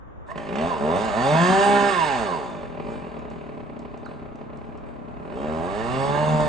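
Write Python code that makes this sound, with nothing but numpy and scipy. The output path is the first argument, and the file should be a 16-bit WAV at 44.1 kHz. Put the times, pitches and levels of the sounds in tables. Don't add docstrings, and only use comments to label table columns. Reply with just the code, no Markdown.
import sys
import numpy as np
from scipy import signal
from scipy.fft import rfft, irfft, next_fast_len
from scipy.io import wavfile
from scipy.ndimage import uniform_filter1d

SR = 44100
rng = np.random.default_rng(int(sys.argv[2]) if len(sys.argv) > 2 else 0)


def dump(signal):
    limited = np.clip(np.atleast_2d(signal).T, -1, 1)
    pcm = np.round(limited * 32767).astype(np.int16)
    wavfile.write(sys.argv[1], SR, pcm)


N = 285768
CRUISE_HZ = 150

# time in seconds, speed in Hz.
IDLE_SPEED = [(2.54, 53), (2.62, 45), (2.76, 38.5), (2.82, 41), (2.87, 54), (2.92, 58), (3, 46), (3.15, 38),
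              (3.3, 31), (3.7, 27.5), (5, 27.5), (5.2, 31), (5.24, 38), (5.29, 40), (5.32, 50)]
# start and end in seconds, n (every nth firing is weak), loss in dB.
MISFIRES = [(1.645, 1.9, 3, 11), (6.045, 6.6, 2, 6)]
# frequency in Hz, gain in dB.
MUFFLER_RESPONSE = [(25, -57.5), (60, -24), (130, -8.5), (230, -4), (280, 4), (330, -5.5), (400, -1),
                    (440, 0), (490, 3), (580, 0), (700, 4), (790, 3.5), (900, -3), (1050, 1.5),
                    (1200, -4.5), (1300, -9.5), (1800, -21), (2800, -21.5), (5000, -44), (9000, -66)]


def gain_of(db):
    return 10 ** (np.asarray(db) / 20)


def evened(x, span_s=0.054):
    return x / np.sqrt(abs(uniform_filter1d(x ** 2, int(span_s * SR))) + 1e-20)


def at_hz(points, hz):
    table_hz, value = np.transpose(points)
    return np.interp(np.log(hz + 1), np.log(table_hz + 1), value)


def curve(rows, column=1, outside=None):
    rows = np.array(rows)
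    return np.interp(np.arange(N) / SR, rows[:, 0], rows[:, column], outside, outside)


def gate(start_s, end_s, ramp_s):
    t = np.arange(N) / SR
    return np.clip(np.minimum(t - start_s, end_s - t) / ramp_s + .5, 0, 1)


def drift(rate_hz):
    width = int(SR / rate_hz)
    x = uniform_filter1d(uniform_filter1d(rng.standard_normal(N), width), width)
    return x / x.std()


def late(x, delay_s):
    return np.concatenate([np.zeros(int(delay_s * SR)), x])[:N]


def coloured(x, response):
    hz = abs(np.fft.fftfreq(8192, 1 / SR))
    log_gain = np.log(gain_of(np.maximum(at_hz(response, hz), -100)))
    taps = np.fft.ifft(np.exp(np.conj(signal.hilbert(log_gain)))).real[:4096]
    return signal.oaconvolve(x, taps)[:len(x)]


def scatter(x, stages):
    for delay_s, share in stages:
        gap = np.zeros(int(delay_s * SR) - 1)
        x = signal.lfilter(np.r_[-share, gap, 1], np.r_[1, gap, -share], x)
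    return x


def patchy(x, depth_db, width_hz, span_s):
    spectra = signal.stft(x, nperseg=512)[2]
    field = uniform_filter1d(rng.standard_normal(spectra.shape), round(width_hz * 512 / SR), axis=0)
    field = uniform_filter1d(field, round(span_s * SR / 256), axis=1)
    return signal.istft(spectra * gain_of(depth_db * field / field.std()), nperseg=512)[1][:N]


def bursts(events, spectrum, decay_s):
    out, t = np.zeros(N), np.arange(1500) / SR
    envelope = np.exp(-t / decay_s) * np.minimum(t / .002, 1)
    for start_s, db in events:
        noise = coloured(rng.standard_normal(len(t)), spectrum)
        out[round(start_s * SR):][:len(t)] += gain_of(db) * envelope * noise / noise.std()
    return out


def idling():
    return gate(IDLE_SPEED[0][0], IDLE_SPEED[-1][0], ramp_s=.1)


def crank():
    # time in seconds, speed in Hz.
    catch = [(.33, 36.8), (.385, 51), (.42, 57), (.47, 51)]
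    revs = [
        [(.5, 55.2), (.548, 66.6), (.576, 72.4), (.64, 83), (.692, 90.5), (.75, 76), (.79, 69), (.882, 78.3),
         (.93, 86.7), (1.012, 108), (1.05, 113.4), (1.124, 98.5), (1.23, 129.7), (1.312, 150.4), (1.378, 165.8),
         (1.438, 177.3), (1.514, 189.8), (1.646, 203.3), (1.874, 200.8), (1.896, 197), (1.978, 172.2),
         (2.126, 131.8), (2.284, 93), (2.46, 61.1)],
        [(5.36, 61.7), (5.44, 74.5), (5.608, 82.1), (5.78, 107.8), (5.946, 131.1), (6.052, 139.7),
         (6.204, 150.1), (6.298, 153.9), (6.48, 149.5)],
    ]
    # time in seconds, speed gained in Hz.
    kicks = [(3.305, 15), (3.44, 5), (3.53, 7), (3.79, 13), (3.985, 9), (4.085, 12), (4.375, 12),
             (4.525, 10), (4.645, 10), (4.772, 8), (4.855, 15), (5.085, 4)]
    t, kick_decay_s = np.arange(N) / SR, .11
    hunting = .018 * idling() * drift(rate_hz=16)
    speed_hz = curve(catch + list(revs[0]) + IDLE_SPEED + list(revs[1]))
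    kick_hz = sum(hz * (t > s) * np.exp(-abs(t - s) / kick_decay_s) for s, hz in kicks)
    return np.cumsum(speed_hz * (1 + hunting) + kick_hz) / SR


def throttle():
    # press and release in seconds, depth 0-1.
    pulls = [(0.367, 0.389, 0.5), (0.464, 0.672, 0.65), (0.804, 0.982, 0.61), (1, 1.053, 0.1),
             (1.155, 1.887, 0.57), (2.778, 2.91, 0.79), (2.91, 2.97, 0.6), (2.97, 3.037, 0),
             (5.12, 5.238, 0.3), (5.24, 5.678, 1), (5.693, 5.972, 0.64), (5.97, 6.6, 0.81)]
    return np.clip(sum(depth * gate(start, end, ramp_s=.03) for start, end, depth in pulls), 0, 1)


def revved(turns, idle_hz=38.3, fast_hz=78.3):
    return np.clip((np.gradient(turns) * SR - idle_hz) / (fast_hz - idle_hz), 0, 1)


def running_gain(turns, open_db, shut_db, octave_db):
    # time in seconds, gain in dB.
    aim = [(.335, -24), (.352, 4), (.45, 4.5), (.6, 2.5), (.78, 4), (.95, 4.5), (1.1, 3.5), (1.3, 1.4),
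           (1.6, -2.5), (1.9, -3.5), (2.2, 2), (2.42, 2.5), (2.6, 3), (2.75, 1), (3.0, 1.5), (3.5, -1.5),
           (4.0, -3), (4.5, -5.5), (5.0, -7), (5.35, -3), (5.65, -3.5), (5.92, -3.5), (6.05, -4.5),
           (6.25, -6.5), (6.48, -5.5)]
    octaves = np.log2(np.gradient(turns) * SR / CRUISE_HZ)
    level_db = shut_db + (open_db - shut_db) * throttle() + octave_db * octaves
    return gain_of(level_db + curve(aim, outside=-120))


def wind():
    # frequency in Hz, density in dB.
    spectrum = [(13, -58.5), (22, -2), (49, 8), (134, 4), (675, -4), (1290, -8.5), (2200, -24),
                (3400, -36.5), (3650, -33.5), (4220, -57), (7000, -44), (9100, -123), (15400, -120)]
    # frequency in Hz, left-right correlation.
    correlation = [(30, -0.61), (120, -0.72), (400, -0.44), (2000, -0.17), (8000, -0.38)]
    # time in seconds, gain in dB.
    gusts = [(0, 0), (1, 10.5), (2, 5), (3, 6.5), (4, 4), (5, 5), (5.5, 8), (6, 12), (6.48, 16.5)]
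    frames, hz = N // 512 + 5, np.fft.rfftfreq(2048, 1 / SR)
    a, b, c, d, patches = rng.standard_normal((frames, len(hz), 5)).T
    patches = uniform_filter1d(uniform_filter1d(patches, 8, axis=0), 12, axis=1)
    same = at_hz(correlation, hz)[:, None]
    left = a + 1j * b
    right = same * left + np.sqrt(1 - same ** 2) * (c + 1j * d)
    shape = gain_of(at_hz(spectrum, hz)[:, None] + 1.5 * patches / patches.std())
    noise = signal.istft(np.array([left, right]) * shape, nperseg=2048, noverlap=1536)[1][:, :N]
    return gain_of(curve(gusts) - 51) * noise / noise.mean(0).std()


def hum(pitch_hz=59.6, level_db=-49.5):
    tone = np.cos(2 * np.pi * (pitch_hz * np.arange(N) / SR + .3 * drift(rate_hz=1.5)))
    return gain_of(level_db + 2.6 * drift(rate_hz=4)) * tone * np.array([[1.], [.3]])


def chain_and_fan(turns):
    # frequency in Hz, gain in dB.
    resonances = [(650, -30.5), (1100, -1.5), (1230, -6), (1280, -11), (1390, -10), (1540, -8.5),
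                  (1770, -7.5), (1860, -9), (1970, -20.5), (2130, -11), (2350, -19), (2710, -10),
                  (3090, -19), (3480, -15), (3730, -14), (4100, -26), (4470, -17.5), (5090, -25.5),
                  (5450, -26.5), (5740, -32.5), (6200, -25), (6940, -23), (7490, -29.5), (8170, -19.5),
                  (8600, -22.5), (11200, -59), (18900, -120)]
    # time in seconds, level in dB.
    starter = [(.262, -64), (.285, -56.5), (.31, -48), (.34, -71)]
    throb = 1.3 + np.exp(-(turns % 1) / .25)
    clicks = np.diff(np.floor(turns), prepend=0) * gain_of(rng.standard_normal(N))
    drive = evened(throb * rng.standard_normal(N)) + gain_of(1) * revved(turns) * evened(clicks)
    hiss = patchy(evened(coloured(drive, resonances)), depth_db=3, width_hz=200, span_s=.12)
    running = running_gain(turns, open_db=-33.5, shut_db=-34, octave_db=14.5)
    return (running + gain_of(curve(starter, outside=-120))) * hiss


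def knocks():
    # start in seconds, level in dB, pitch factor.
    blows = [(0.286, -35.5, 0.91), (0.295, -33.5, 0.95), (0.302, -40.5, 0.69), (0.314, -27, 1.0),
             (0.377, -32, 1)]
    # frequency in Hz, level in dB, t60 in seconds.
    modes = [(665, 0, 0.09), (1070, 6.5, 0.055), (1878, -2.5, 0.05), (2120, -9, 0.027)]
    out, t = np.zeros(N), np.arange(3000) / SR
    attack = np.minimum(t / .003, 1)
    for start_s, blow_db, pitch in blows:
        ring = sum(gain_of(db - 60 * t / t60) * np.sin(2 * np.pi * hz * pitch * t)
                   for hz, db, t60 in modes)
        out[round(start_s * SR):][:len(t)] += gain_of(blow_db - 3) * ring * attack
    return out


def exhaust(turns):
    # frequency in Hz, gain in dB.
    putt = [(25, -57.5), (60, -30.5), (110, -13.5), (155, 3.5), (195, 2), (235, -2), (320, -7.5), (400, 1),
            (620, -0.5), (700, -5), (800, -2), (885, -17.5), (1000, -1.5), (1400, -26), (2500, -18.5),
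            (3300, -31), (4500, -36), (5200, -44.5), (7000, -65.5), (9000, -71)]
    # delay in seconds, all-pass share.
    smear = [(.0034, .3)]
    rough_open, rough_coast, rough_idle = .05, .14, .08
    idle_spread_db, span_s = 2.2, .16
    firing, fast = np.floor(turns).astype(int), revved(turns)
    rough_fast = rough_coast + np.minimum(2 * throttle(), 1) * (rough_open - rough_coast)
    rough = rough_idle + fast * (rough_fast - rough_idle)
    loss_db = sum(db * gate(start, end, .03) * (firing % nth == 0) for start, end, nth, db in MISFIRES)
    spread_db = 9 * rough + idle_spread_db * (1 - fast)
    strength = gain_of(spread_db * rng.standard_normal(N)[firing] - loss_db)
    pops = np.diff(firing, prepend=0) * strength
    puffs = (.06 + np.exp(-(turns % 1) / .22)) * strength * rng.standard_normal(N)
    drive = np.sqrt(1 - rough) * evened(pops, span_s) + np.sqrt(rough) * evened(puffs, span_s)
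    sharp = evened(coloured(drive, MUFFLER_RESPONSE))
    soft = evened(scatter(coloured(drive, putt), smear), span_s)
    gas = fast * sharp + (1 - fast) * soft
    return running_gain(turns, open_db=-24.5, shut_db=-30, octave_db=5.5) * gas


def crank_tones(turns, waver_db=1.8, grit_db=2.2):
    orders = {1: (-23.5, -47, 13.5), 2: (-29.5, -36, 18.5), 3: (-32.5, -46, 9), 4: (-22.5, -36, 20),
              5: (-30.5, -39, 10.5), 6: (-27.5, -27, 9.5), 7: (-29.5, -62, -3.5), 8: (-35, -57, -7.5),
              9: (-31, -46.5, 5), 12: (-49, -26, 4.5)}
    # time in seconds, gain in dB.
    third = [(.5, 14.5), (.68, 10), (.74, -10.5), (.8, 11), (.93, 9.5), (1.02, -17), (1.2, -17.5),
             (1.3, -22), (1.4, -20), (1.5, 7.5), (1.88, 12.5), (2.1, -4.5), (5.3, 6.5), (5.85, 4),
             (6.05, -3), (6.48, -4)]
    fourth = [(.5, -6), (.95, -31), (1.08, -17.5), (1.2, -24), (1.26, 11), (1.36, 7.5), (1.44, 10),
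              (1.52, 14.5), (1.6, 3), (1.7, 5.5), (1.87, -2.5), (2.3, 6), (5.4, 12.5), (5.8, 3), (6.1, 7.5),
              (6.48, 7)]
    teeth = [(.5, -4), (.69, -8.5), (.705, 1.5), (.74, 4), (.77, -12.5), (.84, 7.5), (.97, 3), (1.01, -9),
             (1.05, -16), (1.08, -3), (1.25, 10), (1.5, -2.5), (1.6, -17), (1.7, -8.5), (1.87, -4),
             (1.92, 1), (2.05, 12), (2.2, 3.5), (2.26, -9.5), (2.29, -1), (2.33, 0), (2.37, 0), (2.42, 1),
             (5.4, -8), (5.7, 2.5), (5.97, -25), (6.03, 12.5), (6.2, 15), (6.48, 12)]
    # time in seconds, gains in dB of orders 5, 7 and 8.
    upper = [(.5, 3.5, 6.5, 2.5), (.58, 4, -4, -3.5), (.64, -2, -2, 13.5), (.69, -8, -2, 11),
             (.75, -4, -2, -3), (.82, 0, 5.5, 3.5), (.88, 7, 7.5, 3.5), (.95, 4, 7, 0), (1, -1, 1.5, 3),
             (1.05, -1.5, 8.5, 2), (1.15, -9, 3, 4.5), (1.3, -5, -0.5, 3), (1.45, 1.5, -1.5, 1),
             (1.6, 6, -1.5, -1), (1.9, 4.5, -2, -2.5), (2.1, 10, -2, 4), (2.4, 0, -0.5, 1.5),
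             (5.4, 6.5, 3, -3.5), (5.8, -2.5, -6.5, -6.5), (6.1, 5, 4, 4.5), (6.48, -3, 3.5, 1.5)]
    # frequency in Hz, gain in dB.
    colour = [(55, -9.5), (82, 23.5), (110, 12), (140, 14.5), (190, 10), (235, 2.5), (275, -0.5), (320, -3),
              (410, -1), (500, -13.5), (600, -7.5), (660, -5), (720, -29), (775, -16), (820, -10),
              (880, -10.5), (950, -3), (1050, -2), (1150, 5.5), (1260, -26.5), (2500, -2)]
    swell_db = {3: curve(third), 4: curve(fourth), 6: curve(teeth), 12: curve(teeth),
                5: curve(upper, 1), 7: curve(upper, 2), 8: curve(upper, 3)}
    tones, speed_hz = np.zeros(N), np.gradient(turns) * SR
    for order, levels in orders.items():
        db = at_hz(colour, order * speed_hz) + waver_db * drift(rate_hz=31) + swell_db.get(order, 0)
        tone = np.cos(2 * np.pi * (order * turns + .01 * drift(rate_hz=25)))
        tones += running_gain(turns, *levels) * gain_of(db) * tone
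    beat = 1 - sum(.6 * (1 - gain_of(-db)) * gate(start, end, .03) * np.cos(2 * np.pi * turns / nth)
                   for start, end, nth, db in MISFIRES)
    shake = uniform_filter1d(rng.standard_normal(N)[np.floor(turns + .5).astype(int)], size=60)
    grit = gain_of(grit_db * np.minimum(speed_hz / CRUISE_HZ, 1) ** 2 * shake)
    return coloured(revved(turns) * beat * grit * tones, MUFFLER_RESPONSE)


def clutch():
    # start in seconds, level in dB.
    rattles = [(.376, -34.5), (.465, -43.5), (.488, -38.5), (.527, -39), (.555, -30.5), (.584, -31.5),
               (.611, -32.5)]
    # frequency in Hz, gain in dB.
    spectrum = [(800, -10), (1500, -10), (1900, 0), (2250, -10), (2750, 0), (3300, -10), (4500, -20),
                (8500, -26)]
    return bursts(rattles, spectrum, decay_s=.0097)


def muffler_boom(turns, width_hz=140, spread_db=3):
    modes_hz, modes_db = (165, 235, 620), (-.5, 2.5, -8)
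    firing, ring = np.floor(turns).astype(int), np.zeros(N)
    for hz, db in zip(modes_hz, modes_db):
        pops = np.diff(firing, prepend=firing[0]) * gain_of(db + spread_db * rng.standard_normal(N))
        b, a = signal.iirpeak(hz, hz / width_hz, SR)
        ring += signal.lfilter(b, a, signal.lfilter(b, a, pops))
    slow_hz, slow_db, octave_db = 28.4, -42.5, -9
    speed_hz = uniform_filter1d(np.gradient(turns) * SR, size=8000)
    level_db = slow_db + octave_db * np.log2(speed_hz / slow_hz)
    return idling() * gain_of(level_db) * evened(ring, span_s=.43)


def bright_bursts():
    # start in seconds, level in dB.
    events = [(3.1898, -47), (3.3, -46), (3.7905, -46), (3.974, -49), (4.057, -48), (4.355, -50),
              (4.571, -50), (4.773, -51)]
    # frequency in Hz, gain in dB.
    spectrum = [(800, -14), (2000, 0), (3500, 5), (5000, 6), (7000, 4), (8500, 4)]
    return bursts(events, spectrum, decay_s=.0038)


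def chirps():
    # start in seconds, level in dB, start and target pitch in Hz, length in seconds.
    slides = [(4.061, -37, 1700, 900, .012), (4.045, -57, 4900, 3300, .05)]
    out = np.zeros(N)
    for start_s, db, start_hz, target_hz, length_s in slides:
        progress = np.arange(int(length_s * SR)) / (length_s * SR)
        hz = target_hz + (start_hz - target_hz) * np.exp(-progress / .5)
        tone = np.sin(2 * np.pi * np.cumsum(hz) / SR)
        out[round(start_s * SR):][:len(tone)] += gain_of(db) * np.sin(np.pi * np.sqrt(progress)) * tone
    return out


def ground_bounce(x, delay_s=.00505):
    # frequency in Hz, gain in dB.
    reflection = [(100, -12), (500, -1.5), (900, -21), (1500, -7.5)]
    size = next_fast_len(N + SR)
    gain = gain_of(at_hz(reflection, np.fft.rfftfreq(size, 1 / SR)))
    return late(irfft(rfft(x, size) * gain, size), delay_s)


def direct(x):
    # frequency in Hz, left minus right in dB.
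    shading = [(60, 9.5), (100, 2), (180, 2), (310, 0), (530, 2.5), (920, -3), (1600, -18), (2760, -5),
               (4770, -4.5), (8240, -3)]
    # frequency in Hz, left phase lead in radians.
    lead = [(60, -1.6), (260, -0.29), (600, -0.66), (1210, -1.6), (1550, 0.94), (2200, 1), (4000, 0.55),
            (9000, 0.71)]
    # time in seconds, left minus right in dB.
    pan = [(0, 2), (1, -2), (1.5, -0.5), (2.2, -4), (2.7, 1.5), (3.5, 1.5), (5, 2.5), (5.7, -3.5),
           (6.48, -2)]
    size = next_fast_len(N + SR)
    hz, side = np.fft.rfftfreq(size, 1 / SR), np.array([[.5], [-.5]])
    ports = gain_of(side * at_hz(shading, hz)) * np.exp(1j * side * at_hz(lead, hz))
    return irfft(rfft(x, size) * ports, size)[:, :N] * gain_of(side * curve(pan))


def house_echoes(x, right_lag_s=.00056):
    # delay in seconds, left and right gain in dB.
    fronts = [(0.013, -22.5, -14.5), (0.032, -47.5, -28), (.062, -34, -27.5), (.105, -22.5, -21),
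              (0.167, -14.5, -46)]
    return sum(gain_of([[left], [right]]) * np.array([late(x, s), late(x, s + right_lag_s)])
               for s, left, right in fronts)


def yard_tail(x, level_db=-9):
    # frequency in Hz, t60 in seconds.
    decay = [(100, 0.12), (500, 0.33), (1500, 0.92), (4000, 0.83), (9000, 0.056)]
    taps, slots = np.zeros(SR), np.arange(400, SR - 20, 20)
    taps[slots + rng.integers(0, 20, len(slots))] = rng.choice([-1., 1.], len(slots))
    hz, t, spectra = signal.stft(taps, SR, nperseg=256)
    tail = signal.istft(spectra * gain_of(-60 * t / at_hz(decay, hz)[:, None]), SR, nperseg=256)[1]
    return gain_of(level_db) * signal.fftconvolve(x, tail / np.linalg.norm(tail))[:N]


def scene():
    # delay in seconds, all-pass share.
    branches = [(.0006, .5), (.0013, .5), (.0023, .5)]
    turns = crank()
    engine = exhaust(turns) + crank_tones(turns) + chain_and_fan(turns)
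    saw = scatter(engine, branches) + knocks() + chirps()
    source = saw + ground_bounce(saw) + muffler_boom(turns) + bright_bursts() + clutch()
    return direct(source) + house_echoes(source) + yard_tail(source) + wind() + hum()


def record(dry):
    edge_hz = 8620
    taps = signal.firwin(1023, edge_hz, window=("kaiser", 10), fs=SR)
    return signal.oaconvolve(dry, taps[None], "same")


dry = scene()
out = record(dry)
dump(out)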